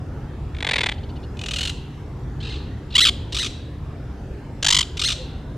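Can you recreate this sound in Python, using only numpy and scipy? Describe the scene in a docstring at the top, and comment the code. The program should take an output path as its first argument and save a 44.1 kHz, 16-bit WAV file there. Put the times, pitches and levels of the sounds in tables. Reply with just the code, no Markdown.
"""A low traffic rumble under soft open-air hiss, then squirrels scolding each other in a pine.
A close one rattles drily, trails off in peeps, scolds up to a squeal and chatters harshly; a second
calls from behind branches, a third from far away, and a faint hum and a hoot sound in the distance.
Each cry is a run of vocal pulses and hiss ringing a throat, with the pitch bent or gliding;
bark and trees add echoes. The rumble and hiss are shaped noise, the hum and hoot sine tones."""
import sys
import numpy as np
from scipy import signal
from scipy.fft import rfft, irfft, next_fast_len
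from scipy.io import wavfile
from scipy.ndimage import uniform_filter1d, map_coordinates

SR = 44100
rng = np.random.default_rng(int(sys.argv[2]) if len(sys.argv) > 2 else 0)


def pcm_store(signal):
    """Save signal as 16-bit PCM."""
    levels = np.round(np.clip(np.atleast_2d(signal), -1, 1) * 32767)
    wavfile.write(sys.argv[1], SR, levels.astype(np.int16).T)


N = 245637

# Background spectra, relative density: (f/Hz, level/dB)
RUMBLE_SPECTRUM = [(12, -46), (20, -16), (30, -9), (53, 1), (75, 1), (97, -3.5), (130, -3), (147, -2.5),
                   (173, -12), (242, -11.5), (269, -13.5), (296, -11.5), (338, -21), (377, -21.5),
                   (500, -25.5), (650, -37.5), (1100, -120)]
AIR_SPECTRUM = [(210, -27), (350, -2), (379, -2.5), (622, -10), (719, -9), (1160, -15.5), (1600, -16.5),
                (2390, -24.5), (2670, -24.5), (6030, -34.5), (14500, -49.5), (16000, -59)]
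# Drift of the rumble: (t/s, level of its lulls/dB)
RUMBLE_LULLS = [(0.0, -30.5), (0.65, -32), (2.19, -33), (2.31, -31.5), (5.57, -33.5)]
# How alike the background is at the two microphone ports: (f/Hz, left-right correlation)
BACKGROUND_LIKENESS = [(60, 1), (150, .995), (380, 0.93), (950, 0.82), (2380, 0.72), (5980, 0.44),
                       (15000, 0.54)]
RUMBLE_SWELL_DB, AIR_DB = 1.25, -44  # rumble's mean level over its lulls; level of the air hiss

# Effort curves of the runs, read between points; distance trims and echoes come later.
# Columns: (t/s, syllable length/s, level/dB, middle pitch f/Hz)
RATTLE_EFFORT = [(0.582, .006, -39.5, 378), (0.618, 0.0069, -24, 353), (.665, 0.0097, -21, 362),
                 (0.736, 0.012, -18.5, 499), (0.799, 0.0142, -20.5, 419.6), (.865, 0.0115, -19, 360),
                 (.89, .012, -22, 315), (0.919, 0.011, -28, 259)]  # swells and sinks
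PEEP_EFFORT = [(0.936, .018, -49.5, 1558), (1.226, .028, -51, 1440)]  # lengthens and sags
RIVAL_RATTLE_EFFORT = [(1.373, 0.0074, -43, 402), (1.394, 0.0061, -32, 483), (1.474, 0.0099, -27, 484),
                       (1.541, .0155, -25.7, 669), (1.619, .0145, -24.5, 762), (1.692, .012, -26.5, 681)]
LEAD_IN_EFFORT = [(2.904, 0.016, -44.5, 1420), (2.936, 0.019, -35, 1310)]  # a faint flurry of soft sound leading into the close scold
CHATTER_EFFORT = [(4.623, .011, -22, 495), (4.661, .0115, -14, 796), (4.729, 0.014, -13.5, 1000),
                  (4.803, .0125, -15.5, 958), (4.83, 0.0078, -26, 1204)]
# Pace of the runs: (start t/s, then gaps/s spread evenly from first to last)
RATTLE_GAPS = (.548, .0188, .0223, .0287)  # slowing
PEEP_GAPS = (.931, .045, .060, .072)
RIVAL_RATTLE_GAPS = (1.370, .0215, .0238, .0257, .0225, .021)
LEAD_IN_GAPS = (2.903, 0.017)
CHATTER_GAPS = (4.626, .0186, .0208, .0205)
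# Pitch bend of a syllable: (start, end), as ratios to its middle pitch
RATTLE_TURN = (1.39, 0.86)
PEEP_TURN = (0.65, 0.91)
RIVAL_RATTLE_TURN = (1.42, 1.1)
CHATTER_TURN = (1.4, 1.28)
FIRST_TURN = (.94, 1.16)  # first opening syllable of a scold
OPENING_TURN = (1.48, 1.435)  # opening syllables at full effort
CLOSING_TURN = (1.58, 1.273)

# Throat and mouth resonances at the voice's resting pitch, relative level: (f/Hz, level/dB)
RATTLE_RESONANCE = [(150, -16), (420, -8), (650, -8.5), (880, -6), (1250, -13), (1800, -2.5), (2250, 1.5),
                    (2950, -7), (3600, 1), (4300, -9), (5400, -19.5), (5900, -21), (9700, -26.5),
                    (11000, -50)]
PEEP_RESONANCE = [(800, -32.5), (2200, -23), (3000, -8.5), (3700, -6.5), (4600, -12), (6000, -28),
                  (10000, -43), (14000, -60)]
RIVAL_RATTLE_RESONANCE = [(400, -36), (900, -19), (1400, -8.5), (2300, -8), (2650, 4.5), (2950, 5),
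                          (3300, -0.5), (3950, 0), (5100, -11), (6000, -9), (7500, -12), (10000, -22.5),
                          (11000, -30), (14500, -40)]
FAR_RESONANCE = [(500, -24), (1300, -12), (2200, -10), (2700, 3), (4200, 1), (5200, -15), (8000, -23),
                 (11000, -45), (15000, -63)]
CLOSE_RESONANCE = [(300, -27), (850, -20.5), (1700, -7), (2100, -6), (2500, -7), (3150, 7.5), (4000, -2.5),
                   (4700, -5.5), (5900, -15), (7200, -12.5), (8400, -18), (11900, -29), (13300, -44),
                   (15800, -48)]
RIVAL_RESONANCE = [(400, -33), (900, -20), (1300, -12.5), (2200, -8), (2700, -2.5), (3700, 3.5), (4400, -4),
                   (5100, -7.5), (6000, -6.5), (6800, -14.5), (7500, -11), (9700, -21), (11000, -34),
                   (13300, -34), (15000, -60)]
# Lift of an open mouth: (f/Hz, share of the gape's dB)
MOUTH_LIFT = [(650, 1.7), (1000, 0.068), (1500, -0.037), (2200, -0.63), (3100, -0.96), (4500, -0.015),
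              (6500, 1), (9000, -0.023), (12000, -0.25)]
FLUTTER_DB = 1.3  # random ripple of the resonances

# Faint distant tones, a low hum and a hoot: (t/s, length/s, level/dB, f/Hz)
DISTANT_TONES = [(2.02, 0.58, -38, 128.2), (5.175, 0.075, -41, 514)]

# Scolds: (start t/s, squeal start t/s, squeal end t/s, opening syllable length/s, first f/Hz, full f/Hz,
#          first level/dB, full level/dB, squeal level/dB, squeal dip/Hz); distance trims come later
FAR_CALLS = [(2.402, 2.488, 2.520, 0.0176, 1054, 1243, -38, -34, -35, 0)]
CLOSE_CALLS = [(2.952, 3.004, 3.049, 0.02, 1014, 1094, -12.5, -11.5, -13, 280)]
RIVAL_CALLS = [(3.323, 3.385, 3.427, .016, 951, 1195, -30, -23, -22.5, 302),
               (4.970, 5.036, 5.084, 0.0134, 713, 1223, -30, -20, -19.5, 0)]
# Squeal scoops down, leaps high and drops off: (share of its length, f/Hz, level over squeal level/dB)
SQUEAL_SHAPE = [(0, 1780, -3), (.09, 1286, 1), (.22, 1376, 1), (.33, 1904, 0.5), (.45, 2040, 0.5),
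                (.76, 2200, -2.5), (.92, 1550, 0.5), (1, 1720, -18)]
OPENING_GAP_S = .0225  # rough gap, sets how many opening syllables fit
OPENING_LAG = 0.293  # share of the missing effort still missing a syllable later
OPENING_HURRY = .93  # under 1, the opening syllables come ever faster
SQUEAL_DIP_AT, SQUEAL_DIP_WIDTH = .63, 0.081  # one downward waver, shares of the squeal
CLOSING_PAUSE_S, CLOSING_GAP_S, CLOSING_LENGTH_S = 0.00093, .0167, 0.01456
CLOSING_HZ, CLOSING_SAG_HZ, CLOSING_FADE_DB = 1251, 91.2, 1.2  # sag and fade per syllable

# Reflections right beside a squirrel: (delay t/s, level/dB)
BARK_ECHOES = [(.00083, -32), (.0021, -26)]
# Echo of the wood, time to fall 60 dB: (f/Hz, t60/s)
TREE_DECAY = [(500, 0.36), (2000, 0.7), (3500, 0.85), (6000, 0.41), (12000, 0.42)]
# Colour of that echo, relative: (f/Hz, level/dB)
TREE_COLOUR = [(300, -11), (1500, -4.5), (2700, -3), (3400, -4.5), (5000, 0), (7000, 3.5), (12000, 0)]
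# Balance of the two ports: (f/Hz, left minus right level/dB)
LEFT_RIGHT_BALANCE = [(400, -0.5), (1500, 1.7), (2400, 0.2), (15000, 1)]
# Phase between the ports: (f/Hz, left lead/rad)
CLOSE_LEAD = [(0, 0), (4000, 0.43), (6000, 0.43), (8600, 1.13), (14000, 1.4)]
OTHERS_LEAD = [(0, -0.51), (4000, 0.14), (7800, -0.38), (8700, -0.65), (10500, -0.15), (16000, -0.2)]  # second and far squirrel
TOP_HZ = 15900  # upper band limit


def amp(db):
    """Decibels to gain."""
    return 10 ** (np.asarray(db) / 20)


def unit(x):
    """x at rms 1."""
    return x / np.sqrt(np.mean(x ** 2) + 1e-20)


def along(points, hz):
    """(f/Hz, value) points read on a log frequency axis."""
    f, v = np.transpose(points)
    return np.interp(np.log(hz + 1), np.log(f + 1), v)


def add(track, s, sound):
    """Mix a sound into the track at time s."""
    room_left = track[round(s * SR):]
    room_left[:len(sound)] += sound[:len(room_left)]


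def filtered(x, response):
    """x times a response of frequency."""
    m = next_fast_len(N + SR // 2)
    return irfft(rfft(x, m) * response(np.fft.rfftfreq(m, 1 / SR)), m)[..., :N]


def rush(spectrum, patchy_db):
    """Shaped stereo noise of rms 1 with slow patches of random gain and a set left-right likeness."""
    z = signal.stft(rng.standard_normal((2, N)), nperseg=1024)[2]
    patches = uniform_filter1d(rng.standard_normal(z.shape[1:]), size=5, axis=0)  # across frequency
    patches = uniform_filter1d(patches, size=12, axis=1)  # across time
    pair = signal.istft(z * amp(patchy_db * unit(patches)), nperseg=1024)[1][:, :N]

    def mid_side_gain(hz):
        # splitting power between mid and side sets the correlation
        turn = np.arccos(np.clip(along(BACKGROUND_LIKENESS, hz), -1, 1)) / 2
        return amp(along(spectrum, hz)) * [np.cos(turn), np.sin(turn)]

    mid, side = filtered(pair, mid_side_gain)
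    return unit(np.array([mid + side, mid - side]))


def background():
    """Distant traffic, a drifting low noise, rumbles under the soft noise hiss of the open air."""
    rumble_db = np.interp(np.arange(N) / SR, *np.transpose(RUMBLE_LULLS)) + RUMBLE_SWELL_DB
    rumble = amp(rumble_db) * rush(RUMBLE_SPECTRUM, patchy_db=1.1)
    return rumble + amp(AIR_DB) * rush(AIR_SPECTRUM, patchy_db=2.5)


def trill(pace, effort, bend, count):
    """A run of like syllables whose gaps drift smoothly: (t/s, length/s, level/dB, start, middle, end f/Hz)."""
    start, *gaps = pace
    steps = np.interp(np.linspace(0, 1, count - 1), np.linspace(0, 1, len(gaps)), gaps)
    times = start + np.append(0, np.cumsum(steps))
    s, *controls = np.transpose(effort)
    length, db, hz = [np.interp(times, s, control) for control in controls]
    return [*zip(times, length, db, bend[0] * hz, hz, bend[1] * hz)]


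def ring(spectrum, shift, open_db, size=1024, count=64):
    """The causal ringing of the throat after one pulse; an open mouth flattens its main resonance."""
    hz = np.fft.rfftfreq(size, 1 / SR)
    # no two syllables ring alike
    flutter = map_coordinates(rng.standard_normal(count), [np.linspace(0, count - 1, len(hz))])
    level_db = along(spectrum, hz / shift) + open_db * along(MOUTH_LIFT, hz) + FLUTTER_DB * flutter
    # folding the cepstrum forward gives minimum phase: the ring starts at once
    cepstrum = irfft(np.log(amp(level_db)))
    cepstrum[1:size // 2] *= 2
    cepstrum[size // 2 + 1:] = 0
    return irfft(np.exp(rfft(cepstrum)))[:size // 2]


def pulses(pitch, jitter, shimmer_db, order=8):
    """One sharp pulse per cycle of the vocal folds, uneven in time and size."""
    cycles = np.cumsum(pitch) / SR
    beat = np.arange(int(cycles[-1]) + 1)
    slip, size = rng.standard_normal((len(beat), 2)).T
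    at = np.interp(beat + jitter * slip, cycles, np.arange(len(pitch))) + order
    offset = np.arange(len(pitch)) - at[:, None]
    shapes = np.sinc(offset) * np.exp(-(offset / order) ** 2)  # placed between samples
    return amp(shimmer_db * size) @ shapes


def cry(pitch, throat, jitter, rasp, attack, release):
    """Pulses and their turbulent hiss swell, ring the throat and fade; rms 1 while it lasts."""
    t = np.arange(len(pitch)) / SR
    folds_open = np.cos(np.pi * np.cumsum(pitch) / SR) ** 2
    hiss = unit(folds_open * rng.standard_normal(len(t)))
    source = unit(pulses(pitch, jitter, shimmer_db=1.13)) + rasp * hiss
    swell = (1 - np.exp(-t / attack)) * (1 - np.exp(-(t[-1] - t) / release))
    sound = signal.fftconvolve(source * swell, throat)
    return sound * np.sqrt(len(t) / np.sum(sound ** 2))


def squirrel(syllables, squeals, spectrum, rest_hz, jaw, jitter, rasp, attack, release, gape_db=0):
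    """Syllables bend through three pitches, squeals glide; resonances rise as (pitch / rest_hz) ** jaw."""
    voice = np.zeros(N)

    def throat(hz):
        gape = gape_db * np.clip(4 * np.log2(1120 / hz), -.6, 1)  # low notes come with a wider mouth
        return ring(spectrum, (hz / rest_hz) ** jaw, gape)

    for s, length, db, *bend in syllables:
        curve = np.polyfit([0, 1 / 2, 1], bend, 2)
        pitch = np.polyval(curve, np.linspace(0, 1, int(length * SR)))
        add(voice, s, amp(db) * cry(pitch, throat(bend[1]), jitter, rasp, attack, release))
    for path in squeals:
        s, hz, db = np.transpose(path)
        t = np.arange(s[0], s[-1], 1 / SR)
        pitch = uniform_filter1d(np.interp(t, s, hz), size=128)
        # taut folds run cleaner
        sound = cry(pitch, throat(hz.mean()), jitter / 2, rasp / 2, attack, release)[:len(t)]
        # evened out, so loudness follows effort whatever the pitch
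        loudness = np.sqrt(uniform_filter1d(sound ** 2, size=160) + 0.054)
        add(voice, t[0], amp(np.interp(t, s, db)) * sound / loudness)
    return voice


def off_bark(voice):
    """The limb and trunk right beside the animal return weak copies a moment later."""
    def response(hz):
        return 1 + sum(amp(db) * np.exp(-2j * np.pi * hz * delay) for delay, db in BARK_ECHOES)

    return filtered(voice, response)


def among_trees(voice, branch_db, branch_t60, echo_db):
    """The direct sound, quick noise-like scatter off nearby branches, and the long echo of the wood."""
    hz, frame_t, z = signal.stft(rng.standard_normal((3, SR)), SR, nperseg=256)
    fade_db = along(TREE_COLOUR, hz)[:, None] - 60 * frame_t / along(TREE_DECAY, hz)[:, None]
    echo = signal.istft(z * amp(fade_db), SR, nperseg=256)[1][:, :SR]
    t = np.arange(SR) / SR
    echo = echo * (1 - np.exp(-t / 0.012))
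    scatter = rng.standard_normal((3, SR)) * amp(-60 * t / branch_t60) * (1 - np.exp(-t / 0.0013))
    paths = (amp(echo_db) * unit(echo) + amp(branch_db) * unit(scatter)) / np.sqrt(SR)
    ports = paths[0] + paths[1:] / 2  # closely spaced ports share most of each reflection
    return voice + signal.fftconvolve(voice[None], ports, axes=1)[:, :N]


def at_ports(pair, phase):
    """Each direction reaches the two ports with a slightly different phase and level."""
    side = np.array([[1], [-1]]) / 2

    def response(hz):
        lead = np.interp(hz, *np.transpose(phase))
        return amp(side * along(LEFT_RIGHT_BALANCE, hz)) * np.exp(1j * side * lead)

    return filtered(pair, response)


def hoot():
    """Soft, nearly pure notes swell and fade far away: sine tones under a smooth hump."""
    track = np.zeros(N)
    for s, length, db, hz in DISTANT_TONES:
        t = np.arange(int(length * SR)) / SR
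        note = np.hanning(len(t)) * np.sin(2 * np.pi * hz * t)
        add(track, s, amp(db) * unit(note))
    return track


def scolds(calls, count=3, size=48):
    """Syllables work up to a squeal, then a few more sink away; gives the syllables and squeal paths."""
    syllables, squeals = [], []
    for (start, squeal_on, squeal_off, length, first_hz, full_hz,
         first_db, full_db, squeal_db, dip_hz) in calls:
        opening_count = round((squeal_on - start) / OPENING_GAP_S)
        progress = np.linspace(0, 1, opening_count, endpoint=False)
        for k, s in enumerate(start + (squeal_on - start) * progress ** OPENING_HURRY):
            effort = 1 - OPENING_LAG ** k
            hz = first_hz + effort * (full_hz - first_hz)
            db = first_db + effort * (full_db - first_db)
            onset, end = hz * np.power(OPENING_TURN, effort) * np.power(FIRST_TURN, 1 - effort)
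            syllables.append((s, length, db, onset, hz, end))

        share = np.linspace(0, 1, size)
        knots, *shape = np.transpose(SQUEAL_SHAPE)
        pitch, db = [np.interp(share, knots, column) for column in shape]
        dip = dip_hz * np.exp(-((share - SQUEAL_DIP_AT) / SQUEAL_DIP_WIDTH) ** 2)
        times = np.linspace(squeal_on, squeal_off, size)
        squeals.append(np.column_stack([times, pitch - dip, squeal_db + db]))

        for k in range(count):
            s = squeal_off + CLOSING_PAUSE_S + k * CLOSING_GAP_S
            hz = CLOSING_HZ - k * CLOSING_SAG_HZ
            db = full_db - (k + 1) * CLOSING_FADE_DB
            onset, end = CLOSING_TURN[0] * hz, CLOSING_TURN[1] * hz
            syllables.append((s, CLOSING_LENGTH_S, db, onset, hz, end))
    return syllables, squeals


def scene():
    """Three squirrels over the background: the further away, the more of each voice arrives as echo."""
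    # jitter in cycles, rasp is hiss against pulses, attack and release in seconds
    rattle = squirrel(
        trill(RATTLE_GAPS, RATTLE_EFFORT, RATTLE_TURN, count=17), [], RATTLE_RESONANCE,
        rest_hz=425, jaw=.16, jitter=0.063, rasp=0.047, attack=0.00013, release=0.0018)
    peeps = trill(PEEP_GAPS, PEEP_EFFORT, PEEP_TURN, count=6)
    lead_in = trill(LEAD_IN_GAPS, LEAD_IN_EFFORT, PEEP_TURN, count=3)
    soft_sounds = squirrel(
        peeps + lead_in, [], PEEP_RESONANCE,
        rest_hz=1900, jaw=.12, jitter=.02, rasp=.35, attack=0.0031, release=0.0028)
    rival_rattle = squirrel(
        trill(RIVAL_RATTLE_GAPS, RIVAL_RATTLE_EFFORT, RIVAL_RATTLE_TURN, count=15), [],
        RIVAL_RATTLE_RESONANCE,
        rest_hz=564, jaw=0.16, jitter=0.026, rasp=0.15, attack=0.00035, release=0.0038)
    far = squirrel(
        *scolds(FAR_CALLS), FAR_RESONANCE,
        rest_hz=1000, jaw=.12, jitter=.015, rasp=.15, attack=.002, release=0.0029)
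    scold = squirrel(
        *scolds(CLOSE_CALLS), CLOSE_RESONANCE,
        rest_hz=1110, jaw=0.15, jitter=.016, rasp=0.19, attack=0.0009, release=0.0011)
    rival = squirrel(
        *scolds(RIVAL_CALLS), RIVAL_RESONANCE,
        rest_hz=1210, jaw=0.091, jitter=0.033, rasp=0.33, attack=0.00042, release=0.0037)
    chatter = squirrel(
        trill(CHATTER_GAPS, CHATTER_EFFORT, CHATTER_TURN, count=11), [], CLOSE_RESONANCE,
        rest_hz=1000, jaw=.06, jitter=.019, rasp=0.12, attack=0.0009, release=0.0022, gape_db=7)

    close_voice = off_bark(rattle + soft_sounds + scold + chatter)
    further_voice = amp(-0.7) * off_bark(rival + rival_rattle)
    close = among_trees(close_voice, branch_db=-25.0, branch_t60=0.39, echo_db=-24.5)
    further = among_trees(further_voice, branch_db=-9.5, branch_t60=0.049, echo_db=-13.0)
    furthest = among_trees(amp(-3.5) * far, branch_db=-7.0, branch_t60=0.12, echo_db=-4.5)
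    squirrels = at_ports(close, CLOSE_LEAD) + at_ports(further + furthest, OTHERS_LEAD)
    return squirrels + background() + hoot()


def record(dry):
    """Round off the tallest peaks towards 0.95 of full scale, then keep nothing above the band limit."""
    rounded = dry / (1 + (dry / .95) ** 6) ** (1 / 6)
    return filtered(rounded, lambda hz: hz < TOP_HZ)


dry = scene()
out = record(dry)
pcm_store(out)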